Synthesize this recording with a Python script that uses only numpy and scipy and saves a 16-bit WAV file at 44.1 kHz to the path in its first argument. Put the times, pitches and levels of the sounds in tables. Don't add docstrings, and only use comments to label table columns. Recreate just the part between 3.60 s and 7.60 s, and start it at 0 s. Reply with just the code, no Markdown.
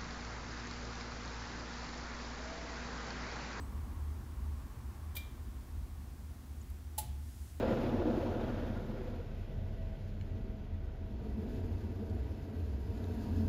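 import sys
import numpy as np
from scipy import signal
from scipy.fft import rfft, irfft
from scipy.io import wavfile

SR = 44100
rng = np.random.default_rng(int(sys.argv[2]) if len(sys.argv) > 2 else 0)


def bounce(signal):
    frames = np.transpose(np.atleast_2d(signal))
    limited = np.clip(frames, -1, 1)
    pcm = np.round(limited * 32767).astype(np.int16)
    wavfile.write(sys.argv[1], SR, pcm)


N = 176400


def amp(db):
    return 10 ** (np.asarray(db) / 20)


def unit(x):
    return x / np.sqrt(np.mean(x ** 2) + 1e-30)


def read(points, hz):
    f, value = np.transpose(points)
    return np.interp(np.log(hz + 1), np.log(f + 1), value)


def level(points):
    return amp(np.interp(np.arange(N) / SR, *np.transpose(points)))


def fade(t, t60):
    return np.exp(-np.log(1000) * t / t60)


def add(mix, s, sound):
    part = mix[round(s * SR):][:len(sound)]
    part += sound[:len(part)]


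def coloured(x, colour):
    gain = amp(read(colour, np.fft.rfftfreq(len(x), 1 / SR)))
    return unit(irfft(rfft(x) * gain, len(x)))


def band(hz, width):
    bell = np.exp(-.5 * ((np.fft.rfftfreq(N, 1 / SR) - hz) / width) ** 2)
    return unit(irfft(rfft(rng.standard_normal(N)) * bell, N))


# (frequency [Hz], level [dB])
RUMBLE_COLOUR = [(20, -56), (35, -42), (40, -2), (44, -21), (54, -3), (63, -4), (70, -3.5), (76, 1.5),
                 (81, -9.5), (88, -10.5), (100, -14.5), (120, -16.5), (150, -23.5), (220, -61)]
# (time [s], level [dB])
RUMBLE_LEVEL = [(0, -40.5), (.6, -43), (1.9, -44), (2.5, -45), (2.8, -48.5), (3.05, -44), (3.33, -51),
                (3.45, -40), (3.75, -48.5), (4, -46.5)]
HUM_HZ, HUM_DB, HUM_WANDER_HZ = 74.6, -49, 2.606


def hum():
    hz = HUM_HZ + HUM_WANDER_HZ * band(0, width=2.23)
    tone = np.sqrt(2) * amp(HUM_DB) * np.sin(2 * np.pi * np.cumsum(hz) / SR)
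    return tone + level(RUMBLE_LEVEL) * coloured(rng.standard_normal(N), RUMBLE_COLOUR)


# (frequency [Hz], level [dB])
WASH_COLOUR = [(60, -9), (140, -4), (165, -4), (200, 2), (262, 1), (310, -7), (345, -4), (385, -12.5),
               (520, -16.5), (800, -15), (1100, -22.5), (1800, -25), (2700, -35), (5000, -50.5)]
# (time [s], level [dB])
WASH_FADE = [(0, -53.5), (.8, -56.5), (1.8, -57), (2.6, -58), (3.3, -59), (4, -61)]


def wash():
    return level(WASH_FADE) * coloured(rng.standard_normal(N), WASH_COLOUR)


# (frequency [Hz], level [dB])
WHIR_COLOUR = [(150, -10), (345, 1.5), (420, -1.5), (540, -9.5), (800, -6), (940, 0), (1020, -2), (1090, 2),
               (1250, -6), (1800, -12), (2700, -20.5), (5000, -27.5), (15000, -50)]
# (time [s], level [dB])
WHIR_FADE = [(0, -58.5), (.7, -62), (1.3, -61.5), (2.1, -66.5), (3, -73), (4, -81)]


def whir():
    return level(WHIR_FADE) * coloured(rng.standard_normal(N), WHIR_COLOUR)


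# (frequency [Hz], level [dB])
HISS_COLOUR = [(100, -1.5), (1500, 5), (2800, 1), (4000, 0), (7000, -1), (11000, -2), (15500, -2)]
HISS_DB = -65


def hiss():
    return amp(HISS_DB) * coloured(rng.standard_normal(N), HISS_COLOUR)


# (time [s], level [dB], frequency [Hz], width [Hz], half-length [s])
HIGH_PIPS = [(0.004, -65.5, 8050, 250, .05), (3.016, -60.5, 7000, 400, 0.0033),
             (3.103, -55, 11900, 1000, 0.0019)]


def pips():
    t = np.arange(N) / SR
    out = np.zeros(N)
    for s, db, hz, width, half_length in HIGH_PIPS:
        swell = np.exp(-((t - s) / half_length) ** 2)
        out += amp(db) * swell * band(hz, width)
    return out


# (frequency [Hz], t60 [s])
ROOM_DECAY = [(850, 0.74), (2400, 0.62), (9000, 0.28), (15000, 0.21)]
ROOM_DB, ROOM_RISE_S = -9.5, 0.02


def room_tail(colour, t):
    noise = coloured(rng.standard_normal(len(t)), colour)
    hz, times, spectra = signal.stft(noise, SR, nperseg=256)
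    decay = fade(times, read(ROOM_DECAY, hz)[:, None])
    _, tail = signal.istft(spectra * decay, SR, nperseg=256)
    return amp(ROOM_DB) * np.minimum(t / ROOM_RISE_S, 1) * tail[:len(t)]


GRAIN_SPREAD_DB, RING_RISE_S, LINGER_DB = 1.5, 0.0062, -20


def click(db, ring_db, colour, modes, rise_s, hold_s, t60_s):
    t = np.arange(SR // 2) / SR
    grains = rng.standard_normal(len(t)) * amp(GRAIN_SPREAD_DB * rng.standard_normal(len(t)))
    envelope = np.minimum(t / rise_s, 1) * fade(np.maximum(t - rise_s - hold_s, 0), t60_s)
    crackle = envelope * coloured(grains, colour) + room_tail(colour, t)
    ring = np.zeros(len(t))
    for hz, mode_db, mode_t60 in modes:
        lingering = amp(LINGER_DB) * fade(t, read(ROOM_DECAY, hz))
        tone = np.sin(2 * np.pi * (hz * t + rng.random()))
        ring += amp(mode_db) * (fade(t, mode_t60) + lingering) * tone
    return amp(db) * crackle + amp(ring_db) * np.minimum(t / RING_RISE_S, 1) * ring


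# (time [s], crackle level [dB], ring level [dB], tilt [dB/octave])
DRIVER_TICKS = [(1.5503, -46, -68, 0.5), (1.5631, -39.5, -42.5, -1)]
# (frequency [Hz], level [dB])
TICK_CRACKLE = [(300, -3), (1000, -13), (2200, -5), (2650, -15.5), (3200, 4.5), (3950, -0.5), (4400, -5),
                (6400, -8), (7400, -3), (11000, -5), (13200, 0), (14200, 8), (14700, 0), (15400, -2.5)]
# (frequency [Hz], level [dB], t60 [s])
TICK_RING = [(2380, -0.5, 0.24), (3570, -16, 0.23), (3720, -10, .18), (3766, -8, 0.13), (4800, -9.5, 0.1),
             (13800, -15, 0.089), (14300, -4, .09)]
TILT_PIVOT_HZ = 8000


def double_tick():
    out = np.zeros(N)
    for s, db, ring_db, tilt in DRIVER_TICKS:
        colour = [(hz, band_db + tilt * np.log2(hz / TILT_PIVOT_HZ)) for hz, band_db in TICK_CRACKLE]
        add(out, s, click(db, ring_db, colour, TICK_RING, rise_s=0.0049, hold_s=0.0038, t60_s=0.046))
    return out


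# (time [s], crackle level [dB], ring level [dB])
DRIVER_POPS = [(3.378, -33, -35)]
# (frequency [Hz], level [dB])
POP_CRACKLE = [(300, -8), (750, -6), (1300, -14), (2400, -8), (3200, -3), (4400, -3.5), (5700, -7),
               (7000, -2.5), (7800, -1), (9400, -7), (10050, 11.5), (10900, -2), (12100, 2), (13300, 0.5),
               (14000, 0), (14600, -2), (15600, 0)]
# (frequency [Hz], level [dB], t60 [s])
POP_RING = [(610, -20, 0.25), (650, -26, .23), (708, -20.5, 0.47), (760, -19, 0.14), (849, -2, 0.15),
            (869, -7.5, 0.15), (7640, -7.5, 0.11), (8200, -14, 0.16), (10000, -19, 0.14),
            (12000, -14, 0.19), (13100, -18, .15)]


def pop():
    out = np.zeros(N)
    for s, db, ring_db in DRIVER_POPS:
        add(out, s, click(db, ring_db, POP_CRACKLE, POP_RING, rise_s=0.0076, hold_s=0.0026, t60_s=0.063))
    return out


# (time [s], level [dB])
RUSTLE_SWELL = [(3.5, -83), (3.68, -66.5), (3.9, -65.5), (3.97, -72)]


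def rustle():
    return level(RUSTLE_SWELL) * band(hz=8550, width=4900)


def scene():
    return (hum() + wash() + whir() + hiss() + pips() + double_tick() + pop() + rustle())[None]


BAND_LIMIT_HZ = 15750


def record(dry):
    lowpass = signal.firwin(511, BAND_LIMIT_HZ, window=("kaiser", 9), fs=SR)
    return signal.oaconvolve(dry, lowpass[None], "same")


dry = scene()
out = record(dry)
bounce(out)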